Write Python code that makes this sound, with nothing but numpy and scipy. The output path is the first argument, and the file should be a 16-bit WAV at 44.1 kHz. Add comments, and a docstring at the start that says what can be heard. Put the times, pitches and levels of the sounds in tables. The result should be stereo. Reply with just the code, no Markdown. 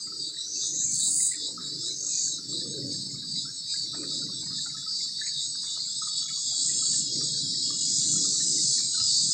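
"""Cicadas shrill in dense woodland around a beehive: tymbal click trains ring body resonances.
One near singer throbs on a steady beat, a higher one ends on a held note, a lower one flexes irregularly.
A far chorus swells behind held notes; rasping calls, bursts of rib clicks, glide up and break in.
Below lie a coloured-noise hum with wingbeats, rounded sine pips like drips, and gliding bird notes.
Filtered noise makes the air, rustles, knocks, a late whine and stuttering phrases."""
import sys
import numpy as np
from scipy import signal
from scipy.fft import rfft, irfft, next_fast_len
from scipy.io import wavfile
from scipy.ndimage import uniform_filter1d

SR = 44100
rng = np.random.default_rng(int(sys.argv[2]) if len(sys.argv) > 2 else 0)


def bounce(signal):
    """Save signal as a 16-bit WAV file at the path given by the first command-line argument."""
    frames = np.transpose(np.atleast_2d(signal))
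    limited = np.clip(frames, -1, 1)
    pcm = np.round(limited * 32767).astype(np.int16)
    wavfile.write(sys.argv[1], SR, pcm)


N = 411453
T = np.arange(N) / SR
# Table levels are before the gain_db of the function that plays them.


def from_db(db):
    """Decibels to amplitude gain."""
    return np.exp(np.asarray(db) * (np.log(10) / 20))


def rms_one(x):
    """Scale to rms 1."""
    return x / np.sqrt(np.mean(np.abs(x) ** 2) + 1e-20)


def in_time(rows):
    """Interpolate each column of a curve, sample by sample."""
    s, *columns = np.transpose(rows)
    return [np.interp(T, s, c) for c in columns]


def during(rows):
    """A soft-edged gate, open while a curve lasts."""
    is_open = (T >= rows[0][0]) & (T <= rows[-1][0] + .02)
    return uniform_filter1d(1.0 * is_open, size=2500)


def drift(rate_hz, size=N):
    """Slow random wander of spread 1, linear between knots."""
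    knots = rng.standard_normal(int(rate_hz * size / SR) + 4)
    return np.interp(T[:size] * rate_hz, np.arange(len(knots)), rms_one(knots))


def coloured(x, spectrum):
    """Weight a steady sound by a spectrum; rms 1."""
    hz, db = np.transpose(spectrum)
    size = next_fast_len(N)
    log_f = np.log(np.arange(size // 2 + 1) * SR / size + 1e-3)
    weight_db = np.interp(log_f, np.log(hz), db, left=-90, right=-90)
    return rms_one(irfft(rfft(x, size) * from_db(weight_db), size)[:N])


def noise(spectrum):
    """Steady noise of a given colour."""
    return coloured(rng.standard_normal(N), spectrum)


def tymbal(rate_hz, wander, uneven_db, polarity=1, size=N):
    """One click per buckling; with polarity -1 the in and out strokes have opposite signs."""
    step = rate_hz * (1 + wander * drift(25, size=size)) / SR
    turns = np.cumsum(step) + rng.random()
    at = np.flatnonzero(np.diff(np.floor(turns))) + 1
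    late = turns[at] % 1 / step[at]  # sub-sample timing
    strength = from_db(uneven_db * rng.uniform(-2.75, 1, size)[at])
    strength = strength * np.sign(polarity) ** np.arange(len(at))
    clicks = np.zeros(size)
    clicks[at - 1], clicks[at] = strength * late, strength * (1 - late)
    return clicks


def body(clicks, hz, width_hz, order=3):
    """A resonance whose centre may move; complex, so that its square is its overtone."""
    carrier = np.exp(2j * np.pi * np.cumsum(hz + np.zeros(len(clicks))) / SR)
    lowpass = signal.butter(order, width_hz / 2, fs=SR, output="sos")
    return signal.sosfilt(lowpass, clicks * carrier.conj() + 1e-18) * carrier


def song(clicks, modes):
    """Clicks ring the resonances of a hollow abdomen."""
    return sum(from_db(db) * body(clicks, hz, width_hz).real for hz, width_hz, db in modes)


def foliage(x, wet_db, t60=0.45):
    """Trunks and leaves scatter a sound into a short dense tail."""
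    t = T[:SR // 2]
    tail = rng.standard_normal(len(t)) * from_db(-60 * t / t60) * (t > .004)
    return x + from_db(wet_db) * signal.oaconvolve(x, tail / np.linalg.norm(tail))[:len(x)]


def patchy(x, spread_db, size):
    """Neighbouring pitches fade in and out together, in patches some frequency bins tall; rms 1."""
    spectra = signal.stft(x, nperseg=1024)[2]
    field = rng.standard_normal(spectra.shape)
    for _ in range(2):
        field = uniform_filter1d(uniform_filter1d(field, size=6, axis=1), size=size, axis=0)
    patch_gain = from_db(spread_db * np.minimum(rms_one(field), 1))
    return rms_one(signal.istft(spectra * patch_gain, nperseg=1024)[1][:N])


def slack(first_s, beat_s, snap, duty):
    """How far a throbbing singer has relaxed: near 0 for a share of each beat, then quickly near 1."""
    beat = np.cos(2 * np.pi * (T - first_s) / beat_s)
    return .5 - .5 * np.tanh(snap * (beat - np.cos(np.pi * duty)))


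def flexes(rows, half_s):
    """A rounded swell for each throb, and the time from the nearest crest (0 between throbs)."""
    s, db = np.transpose(rows)
    nearest = np.searchsorted((s[1:] + s[:-1]) / 2, T)
    since = T - s[nearest]
    swell = uniform_filter1d(from_db(db[nearest]) * np.exp(-.5 * (since / half_s) ** 2), size=500)
    return swell, uniform_filter1d(since * (np.abs(since) < 2 * half_s), size=1500)


# Throb: t/s, crest level/dB, depth/dB
LEAD_THROB = [(0, -45, -3), (.33, -34, 7.5), (.5, -37.5, 5.5), (.85, -34.5, 10.5), (1.05, -37.5, 5),
              (1.8, -34.5, 7), (4.9, -33, 5.5), (6.1, -30.5, 5), (7.6, -31.5, 2), (8.0, -41.5, -5.5),
              (8.55, -41, -6.5), (9.0, -33, -3)]
# Abdomen resonances: f/Hz, width/Hz, level/dB
LEAD_MODES = [(3893, 356, -7.5), (4566, 425, 6), (5104, 190, 0.5), (5310, 120, -4), (5705, 330, -15.5),
              (6305, 70, -9), (7045, 200, -7), (7855, 370, -3)]
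# Tymbal speed, slowing a little as it tires: t/s, clicks/Hz
LEAD_CLICK_RATE = [(0, 251.8), (6.0, 252.0), (7.3, 251.5), (8.8, 250.9)]
# Deep resonance opening in stronger throbs: t/s, level/dB
LEAD_DEEP_OPENINGS = [(.28, -51), (.65, -47), (1.02, -55), (1.43, -45.5), (1.83, -46), (2.17, -54),
                      (2.53, -54), (2.64, -47), (2.95, -59), (3.42, -50.5), (3.91, -51), (4.13, -47),
                      (4.38, -51), (4.6, -47), (4.82, -49), (5.04, -48), (5.41, -49), (5.72, -51),
                      (6.18, -49), (6.5, -51), (7.25, -48), (7.44, -49)]
LEAD_FIRST_S, LEAD_BEAT_S = .22, .395


def lead_cicada(gain_db=0.3, snap=3.2, duty=0.43, deep_hz=3545, deep_width_hz=150, deep_half_s=.04):
    """A clean, close, throbbing buzz on a steady beat; a deep resonance opens in the stronger throbs."""
    crest_db, depth_db = in_time(LEAD_THROB)
    rate_hz, = in_time(LEAD_CLICK_RATE)
    sag_db = depth_db * slack(LEAD_FIRST_S, LEAD_BEAT_S, snap, duty)
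    clicks = tymbal(rate_hz, wander=.003, uneven_db=2.2)
    buzz = patchy(foliage(song(clicks, LEAD_MODES), wet_db=-11), spread_db=2.5, size=6)
    deep_clicks = tymbal(rate_hz, wander=0.012, uneven_db=2.5)
    deep = rms_one(body(deep_clicks, deep_hz, deep_width_hz, order=4).real)
    opening, _ = flexes(LEAD_DEEP_OPENINGS, deep_half_s)
    return from_db(crest_db + gain_db - sag_db) * buzz + opening * deep


# Held note, at last without a break: t/s, level/dB
HIGH_HELD = [(0, -58), (2.4, -52), (4.5, -50), (5.6, -42), (5.9, -37), (6.3, -36.5), (7.1, -34),
             (7.5, -36.5), (7.8, -34), (8.2, -33), (9.33, -33)]
# Abdomen resonances: f/Hz, width/Hz, level/dB
HIGH_MODES = [(6595, 440, -1), (7080, 140, -2), (7440, 280, 1), (7570, 170, 1), (8010, 210, 3),
              (8278, 98, -5.5)]
# Throbs: t/s, level/dB
HIGH_FLEXES = [(.02, -38.5), (.24, -40), (.43, -39.5), (.64, -33), (.84, -27.5), (1.05, -32), (1.25, -33),
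               (1.45, -37), (1.67, -39.5), (1.87, -38), (2.1, -36.5), (2.29, -33), (2.53, -38),
               (2.73, -37.5), (2.96, -36.5), (3.13, -40.5), (3.39, -39.5), (3.56, -39.5), (3.76, -39),
               (3.98, -43.5), (4.18, -38.5), (4.4, -39.5), (4.62, -35.5), (4.83, -38.5), (5.03, -38),
               (5.25, -37), (5.44, -37), (5.67, -39)]


def high_cicada(gain_db=-0.5, half_s=0.049, slide_hz_per_s=1200, stray_hz=70):
    """A smaller, faster singer clicks on both strokes; resonances stray and rise through each throb."""
    held_db, = in_time(HIGH_HELD)
    swell, since = flexes(HIGH_FLEXES, half_s)
    clicks = foliage(tymbal(290.3, wander=.0024, uneven_db=3.0, polarity=-1), wet_db=-4)
    slide_hz = slide_hz_per_s * since
    modes = [(hz + slide_hz + stray_hz * drift(9), width_hz, db) for hz, width_hz, db in HIGH_MODES]
    buzz = patchy(song(clicks, modes), spread_db=5.5, size=6)  # overtones flicker
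    return from_db(gain_db) * np.hypot(swell, from_db(held_db)) * buzz


# Note held between flexes: t/s, level/dB, resonance f/Hz
LOW_NOTE = [(0, -63, 3900), (3.1, -50, 3930), (3.7, -38, 3920), (6.5, -42, 3794), (7.9, -42, 4160),
            (9.33, -46, 4150)]
# Flexes of the abdomen: t/s, level/dB
LOW_FLEXES = [(0.261, -31.5), (0.399, -31), (.66, -31), (.79, -36), (1.05, -32), (1.25, -37), (1.46, -30),
              (1.679, -28.5), (1.895, -29), (2.11, -38.5), (2.34, -29.5), (2.57, -28.5), (2.75, -32.5),
              (3.0, -34.5), (3.22, -35), (3.4, -32.5), (3.7, -35), (3.93, -36.5), (4.17, -29.5),
              (4.38, -35), (4.611, -32.5), (4.82, -37), (5.211, -32), (5.41, -26.5), (5.73, -32.5),
              (5.99, -32.5), (6.199, -29), (6.489, -33), (6.979, -38), (7.439, -32), (7.64, -31),
              (8.05, -27.5), (8.4, -42), (9.0, -27)]


def low_cicada(gain_db=-6.0, half_s=0.04, slide_hz_per_s=1000):
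    """Each flex swells out of a held note, and the resonance slides up through it."""
    held_db, hz = in_time(LOW_NOTE)
    swell, since = flexes(LOW_FLEXES, half_s)
    clicks = foliage(tymbal(125.9, wander=0.007, uneven_db=5.5), wet_db=8)
    buzz = rms_one(body(clicks, hz + slide_hz_per_s * since, width_hz=367, order=4).real)
    return from_db(gain_db) * np.hypot(swell, from_db(held_db)) * buzz


# Middle-distance cicadas: start t/s, end t/s, clicks/Hz, resonance f/Hz, width/Hz, level/dB
HELD_SINGERS = [(0, .28, 250.2, 4660, 260, -36), (.98, 1.3, 250.5, 4770, 150, -41),
                (1.5, 3.6, 252.0, 5290, 110, -48), (2.8, 9.33, 248.0, 4400, 260, -45),
                (4.2, 7.8, 244.8, 3950, 200, -47), (6.2, 7.7, 253.9, 5200, 300, -42),
                (6.5, 9.33, 202.5, 4050, 450, -42), (7.7, 9.33, 222.6, 5060, 400, -38.5),
                (8.65, 9.33, 269.8, 4900, 420, -38), (6.7, 9.33, 239.2, 7180, 200, -41),
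                (7.8, 9.33, 246.8, 7650, 600, -38)]


def held_notes(gain_db=-1.5, fade_s=0.099):
    """Steady tymbals ring narrow bodies, so each singer adds a few clean lines."""
    out = np.zeros(N)
    for start, end, rate_hz, hz, width_hz, db in HELD_SINGERS:
        gate = np.clip(np.minimum(T - start, end - T) / fade_s + 1, 0, 1)
        clicks = tymbal(rate_hz, wander=.0016, uneven_db=2)
        out += gate * from_db(db + gain_db) * rms_one(body(clicks, hz, width_hz, order=6).real)
    return out


# Swell: t/s, level/dB
CHORUS_SWELL = [(0, -52), (.85, -53), (1.4, -51), (2.0, -52), (3.3, -50.5), (5.5, -46.5), (7.2, -41),
                (8.0, -39), (8.5, -39), (9.0, -37)]
# Tymbal speed of each singer: clicks/Hz
CHORUS_CLICK_RATES = [235.5, 263.6, 288.0, 279.2, 230.5]
# Colour: f/Hz, level/dB per Hz
CHORUS_SPECTRUM = [(2600, -55), (3150, -38.5), (3500, -17.5), (3750, -7.5), (4300, -3), (4900, -0.5),
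                   (5200, -1), (5450, -7), (5650, -1.5), (6000, -20.5), (6500, -11), (8000, -18.5),
                   (8700, -16), (9100, -42.5), (11500, -62)]


def chorus(gain_db=6.5):
    """Far singers, each at its own speed, blurred by the wood."""
    level_db, = in_time(CHORUS_SWELL)
    clicks = sum(tymbal(rate_hz, wander=.0023, uneven_db=3) for rate_hz in CHORUS_CLICK_RATES)
    blurred = coloured(foliage(clicks, wet_db=2.0), CHORUS_SPECTRUM)
    return from_db(level_db + gain_db) * patchy(blurred, spread_db=3.5, size=5)


def fading(x):
    """On many paths through the trees, narrow patches of the shrill cancel and return."""
    return np.std(x) * patchy(x, spread_db=2.2, size=4)


# Still air: f/Hz, level/dB per Hz
AIR_SPECTRUM = [(15, -41), (25, -18), (70, -9.5), (153, 0), (313, -21), (397, -32), (579, -22), (1090, -24),
                (1630, -18), (2900, -28.5), (3770, -54), (6380, -120)]
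# Hiss: f/Hz, level/dB per Hz
HISS_SPECTRUM = [(2000, -19.5), (3000, 0), (9000, 6), (11000, -1), (13000, -5), (16000, -7.5)]


def air(air_db=-63.0, hiss_db=-64.0):
    """Steady low-weighted noise of still air, and a high hiss."""
    return from_db(air_db) * noise(AIR_SPECTRUM) + from_db(hiss_db) * noise(HISS_SPECTRUM)


# Swells: t/s, bass level/dB, upper level/dB
HUM_LEVELS = [(0.0, -60.5, -60), (0.24, -53.5, -47), (0.36, -78, -59), (0.75, -51.5, -44.5),
              (0.93, -47.5, -64), (1.08, -47.5, -54), (1.26, -51, -75), (1.41, -62, -42.5),
              (1.59, -46, -47.5), (2.04, -60, -47), (2.22, -48.5, -57), (2.45, -45.5, -43),
              (2.7, -41, -36.5), (2.9, -41, -36), (3.05, -43.5, -49), (3.3, -45.5, -53.5),
              (3.69, -60, -62.5), (4.0, -46.5, -40.5), (4.22, -47, -39.5), (4.5, -44, -58.5),
              (4.86, -55, -65), (6.06, -57, -63), (6.12, -59.5, -84), (6.78, -49.5, -51),
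              (6.93, -46.5, -55), (7.2, -44.5, -40), (7.62, -41, -57.5), (7.68, -41.5, -45.5),
              (7.86, -44.5, -55), (8.25, -43, -41), (8.43, -45, -52.5), (8.55, -47.5, -40.5),
              (9.06, -48.5, -66), (9.3, -43.5, -65)]
# Bass colour: f/Hz, level/dB per Hz
HUM_BASS_SPECTRUM = [(30, -40), (52, -17.5), (80, -15.5), (105, -5), (135, 4), (200, -1), (290, -4.5),
                     (370, -15.5), (480, -56)]
# Upper colour: f/Hz, level/dB per Hz
HUM_UPPER_SPECTRUM = [(180, -14.5), (290, 10.5), (400, 5), (470, -1), (570, -4.5), (660, -22.5), (800, -24)]


def hum(bass_db=-1.57, upper_db=-5.5, wing_hz=141, wing_share=0.29):
    """A lumpy rumble with a trace of wavering wingbeats; bass and upper parts have their own swells."""
    bass_level_db, upper_level_db = in_time(HUM_LEVELS)
    wings = rms_one(sum(tymbal(wing_hz, wander=.08, uneven_db=7.5) for _ in range(3)))

    def part(spectrum):
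        """Wingbeats in noise, coloured and patchy."""
        return patchy(coloured(wing_share * wings + rng.standard_normal(N), spectrum), spread_db=4.5, size=2)

    bass, upper = part(HUM_BASS_SPECTRUM), part(HUM_UPPER_SPECTRUM)
    return from_db(bass_level_db + bass_db) * bass + from_db(upper_level_db + upper_db) * upper


# Clearest pips: t/s, peak level/dB, f/Hz
CLEAR_PIPS = [(.072, -51, 1305), (.12, -48.5, 1326), (.332, -56, 1640), (.368, -51, 1890),
              (1.075, -51, 803), (1.202, -46.5, 2045), (1.225, -57, 2480), (1.315, -40, 1995),
              (1.343, -43, 1860), (1.577, -37.5, 1282), (1.621, -52, 1430), (1.83, -55.5, 1324),
              (1.89, -53, 1555), (2.04, -54, 1340), (2.272, -54.5, 1590), (2.386, -47.5, 1360),
              (3.453, -47.5, 1360), (3.74, -46.5, 1650), (3.755, -50, 2035), (3.932, -45, 1300),
              (4.033, -44.5, 1254), (4.114, -51, 1280), (4.22, -48, 1400), (4.29, -55, 1100),
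              (4.52, -49, 1260), (4.463, -50.5, 1850), (4.581, -45.5, 1760), (4.661, -39.5, 1403),
              (4.697, -48, 2080), (4.745, -44.5, 1300), (4.77, -47, 1727), (4.865, -46, 1286),
              (5.004, -48.5, 2130), (5.213, -33, 1740), (5.235, -46, 2060), (5.25, -41, 1820),
              (5.27, -51, 2100), (5.763, -47, 1270), (6.019, -36.5, 1274), (6.07, -38.5, 1244),
              (6.11, -55, 1270), (6.218, -48, 1293), (6.25, -48.5, 1303), (6.283, -46, 2234),
              (6.305, -48.5, 1315), (6.52, -48.5, 742), (6.693, -47, 1940), (6.823, -46, 1285),
              (6.935, -46, 1747), (7.211, -47, 1234), (7.702, -46.5, 1172), (8.156, -46, 1330),
              (8.245, -43.5, 1250), (8.344, -49, 1246), (8.405, -45, 1807), (8.58, -48, 2030),
              (8.778, -44.5, 1850), (8.944, -45.5, 1470), (8.973, -41.5, 1286), (9.005, -46, 1310)]


def pips(gain_db=-2.0, faint_db=-59, spread_db=3.0, rise_s=0.0088, rough=0.64, count=150):
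    """Short rounded, slightly rough sine notes, clear ones among many faint at random times."""
    chance = rng.random((count, 2))
    faint_s = chance[:, 0] * T[-1]
    faint_levels_db = faint_db + spread_db * rng.standard_normal(count)
    faint_hz = np.interp(chance[:, 1], [0, .1, .5, 1], [750, 1200, 1500, 2300])
    out, t = np.zeros(N + SR), T[:SR // 16]
    shape = (t / rise_s * np.exp(1 - t / rise_s)) ** 3
    for s, db, hz in np.vstack([CLEAR_PIPS, np.c_[faint_s, faint_levels_db, faint_hz]]):
        at = max(int((s - rise_s / 2) * SR), 0)
        out[at:][:len(t)] += from_db(db + gain_db) * shape * np.sin(2 * np.pi * hz * t)
    return foliage(out[:N] * (1 + rough * drift(350)), wet_db=-7.5, t60=0.43)


RASP_RIBS, RASP_RIB_S = 5, .0033


def ribs(bursts_hz, loss_db, size):
    """Each pull of the muscle buckles a few ribs in turn, the later ones weaker on average."""
    pulls = np.cumsum(rng.normal(1, .05, int(bursts_hz * size / SR))) / bursts_hz
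    order = np.arange(RASP_RIBS)
    s = pulls[:, None] + RASP_RIB_S * (order + rng.normal(0, .2, (len(pulls), RASP_RIBS)))
    clicks = np.zeros(size + SR)
    clicks[(s * SR).astype(int)] = from_db(-loss_db * order + 1.6 * rng.standard_normal(s.shape))
    return clicks[:size]


# Calls: start t/s, end t/s, rise/s, full level/dB, full resonance f/Hz, upward glide/Hz, width/Hz,
# bursts/Hz, loss per rib/dB, overtone/dB, scattered share/dB
RASP_CALLS = [(0.365, .93, 0.1, -29.5, 6730, 1400, 1200, 52, 1, -55, 0),
              (0.8, 1.269, .11, -23, 8140, 1090, 3020, 45.6, 0.5, -23.5, 3),
              (1.84, 2.25, 0.19, -24.5, 6810, 850, 1900, 48, 2.5, -56, 2),
              (6.307, 6.977, 0.15, -26, 7455, 500, 2140, 59, 1.5, -61, 1.5),
              (7.655, 8.152, 0.15, -24.5, 7250, 700, 2480, 46, 1.5, -45, 3),
              (8.064, 8.767, 0.059, -26.5, 7095, 700, 2610, 50, 0.5, -51, 9),
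              (8.848, 9.34, 0.11, -27, 7260, 700, 2500, 48, 1.5, -52, 2)]
RASP_SWELL_DB, RASP_RELEASE_DB_PER_S = 22, 138
RASP_GLIDE_S, RASP_SAG_HZ_PER_DB = 0.21, 35  # resonance rises at the start, sinks in the release
RASP_CORE_SHARE = 0.32  # low-effort width / full width


def rasps(gain_db=-1.55):
    """Rib bursts start as narrow pulses, widen and glide up as they swell, hold, then drop away."""
    out = np.zeros(N + 2 * SR)
    t = T[:3 * SR // 2]
    for (start, end, rise_s, full_db, full_hz, glide_hz, width_hz,
         bursts_hz, loss_db, overtone_db, wet_db) in RASP_CALLS:
        fade_db = RASP_RELEASE_DB_PER_S * np.maximum(t - (end - start), 0)
        effort = from_db(-RASP_SWELL_DB * np.exp(-t / rise_s) - fade_db)
        hz = full_hz - glide_hz * np.exp(-t / RASP_GLIDE_S) - RASP_SAG_HZ_PER_DB * fade_db
        clicks = ribs(bursts_hz, loss_db, size=len(t))
        core = rms_one(body(clicks, hz, RASP_CORE_SHARE * width_hz, order=4).real)
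        ring = rms_one(body(foliage(clicks, wet_db, t60=0.4), hz, width_hz, order=7))
        call = effort * (np.sqrt(1 - effort) * core + np.sqrt(effort) * rms_one(ring.real))
        overtone = from_db(overtone_db) * effort ** 2 * rms_one((ring ** 2).real)
        out[int(start * SR):][:len(t)] += from_db(full_db + gain_db) * (call + overtone)
    return out[:N]


# Faint notes: t/s, length/s, level/dB, f/Hz, glide/(Hz/s)
BIRD_NOTES = [(0.553, 0.026, -53, 2640, 2000), (0.828, 0.12, -58.5, 2330, -1500),
              (2.072, 0.15, -56, 2476, -500), (3.458, 0.059, -54, 1554, 6002.5),
              (3.678, 0.065, -55.5, 2450, 2), (3.952, 0.12, -58.5, 2466, 0.5), (6.69, 0.085, -58, 2510, -1),
              (8.763, 0.1, -56, 2300, 8)]


def bird(waver=.025):
    """Far, wavering sine notes, some of them gliding."""
    out = np.zeros(N)
    for s, length_s, db, hz, glide_hz_per_s in BIRD_NOTES:
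        progress = np.clip((T - s) / length_s, 0, 1)
        pitch_hz = (hz + glide_hz_per_s * length_s * (progress - .5)) * (1 + waver * drift(150))
        out += from_db(db) * np.sin(np.pi * progress) * np.sin(2 * np.pi * np.cumsum(pitch_hz) / SR)
    return foliage(out, wet_db=-6.5)


def brushes(rows):
    """Brief contacts, each a band of noise that dies away."""
    out, t = np.zeros(N + SR), T[:SR // 4]
    for s, db, hz, width_hz, decay_s in rows:
        edges_hz = [max(hz - width_hz / 2, 30), hz + width_hz / 2]
        band = signal.butter(3, edges_hz, "band", fs=SR, output="sos")
        grain = rms_one(signal.sosfilt(band, rng.standard_normal(len(t))))
        envelope = np.exp(-t / decay_s) * (1 - np.exp(-t / 0.002))
        out[int(s * SR):][:len(t)] += from_db(db) * grain * envelope
    return out[:N]


# Leaf contacts: t/s, level/dB, centre f/Hz, width/Hz, decay/s
LEAF_BRUSHES = [(1.335, -48, 2100, 700, 0.011), (1.475, -55, 790, 488, 0.028), (1.6, -58, 1470, 613, 0.07),
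                (4.5, -62, 1600, 700, .05), (5.262, -47.5, 2150, 600, 0.019), (5.63, -59, 1330, 900, 0.051),
                (6.283, -53, 2060, 600, 0.017), (8.03, -64, 1670, 800, 0.044), (9.005, -43, 110, 70, .03)]


def rustles(gain_db=4.0):
    """Soft brushes of leaves: decaying noise bands."""
    return from_db(gain_db) * brushes(LEAF_BRUSHES)


# Twig and wood contacts: t/s, level/dB, centre f/Hz, width/Hz
WOOD_KNOCKS = [(3.942, -45, 740, 500), (3.945, -44.5, 1660, 800), (3.98, -53, 1040, 600),
               (4.035, -48, 1600, 600), (4.43, -54, 840, 400), (4.462, -53, 1300, 1100),
               (5.771, -49.5, 920, 700), (6.695, -56, 2150, 800), (6.91, -56, 2090, 600),
               (6.974, -56, 1650, 600), (7.208, -52, 1700, 1100), (7.92, -60, 1860, 600),
               (8.398, -52, 1700, 900), (8.799, -50.5, 1400, 1110), (8.998, -49, 1300, 1200),
               (9.0, -46, 2800, 600)]


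def knocks(gain_db=2.5, decay_s=0.0078):
    """Dry taps of twigs and wood with a little scatter from the trees."""
    taps = brushes([(*row, decay_s) for row in WOOD_KNOCKS])
    return from_db(gain_db) * foliage(taps, wet_db=-8)


# Late thin note: t/s, level/dB, f/Hz
WHINE_NOTE = [(5.6, -53, 3480), (6.4, -43.5, 3396), (6.75, -42.5, 3360), (7.45, -48.5, 3310),
              (7.8, -42.5, 3346), (8.15, -47, 3394), (8.6, -55, 3397), (9.33, -49, 3440)]


def whine(gain_db=-5.0, flicker_db=2.5):
    """A narrow, distant note under the chorus: noise through a moving resonance."""
    level_db, hz = in_time(WHINE_NOTE)
    note = rms_one(body(rng.standard_normal(N), hz, width_hz=60).real)
    return during(WHINE_NOTE) * from_db(level_db + gain_db + flicker_db * drift(10)) * note


# Lower, fainter singer: start t/s, length/s, level/dB, f/Hz
STUTTER_PHRASES = [(5.664, 0.14, -65, 2960), (6.11, 0.29, -66.5, 2930), (6.594, 0.58, -64, 2860),
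                   (7.63, 0.29, -60.5, 2890), (7.992, 0.2, -62.5, 2900), (8.37, 0.34, -67, 2940),
                   (8.898, 0.27, -61.5, 2945)]


def stutter(gain_db=4.5, pulses_hz=13, depth_db=7, width_hz=100):
    """Faint, pulsing phrases of narrow noise just below the whine."""
    out = np.zeros(N + SR)
    for s, length_s, db, hz in STUTTER_PHRASES:
        t = T[:int(length_s * SR)]
        pulse = from_db(-depth_db * np.cos(np.pi * pulses_hz * t) ** 2)
        swell = np.abs(np.sin(np.pi * t / length_s)) ** .5 * pulse
        note = rms_one(body(rng.standard_normal(len(t)), hz, width_hz).real)
        out[int(s * SR):][:len(t)] += from_db(db + gain_db) * swell * note
    return out[:N]


def scene():
    """Everything meets at one microphone."""
    shrill = fading(lead_cicada() + high_cicada() + low_cicada() + held_notes() + chorus())
    cicadas = shrill + rasps() + whine() + stutter()
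    return np.tile(cicadas + air() + hum() + pips() + bird() + rustles() + knocks(), (2, 1))


def suppressor(x, strength=3.2, depth_db=1.5):
    """Noise suppression: what is weaker than its surroundings in time and pitch is turned down further."""
    spectra = signal.stft(x, nperseg=1024, noverlap=768)[2]
    power = uniform_filter1d(uniform_filter1d(np.abs(spectra) ** 2, size=7, axis=1), size=2, axis=0)
    level_db = 10 * np.log10(np.abs(power) + 1e-16)
    around_db = uniform_filter1d(uniform_filter1d(level_db, size=41, axis=1), size=9, axis=0)
    gain_db = np.clip(strength * (level_db - around_db), -depth_db, 0)
    return signal.istft(spectra * from_db(gain_db), nperseg=1024, noverlap=768)[1][:N]


CUTOFF_HZ = 15750


def record(dry):
    """One microphone on two equal channels, noise suppression, and a steep cut at the top."""
    lowpass = signal.ellip(10, .1, 80, CUTOFF_HZ, fs=SR, output="sos")
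    return np.tile(signal.sosfilt(lowpass, suppressor(dry[0])), (2, 1))


dry = scene()
out = record(dry)
bounce(out)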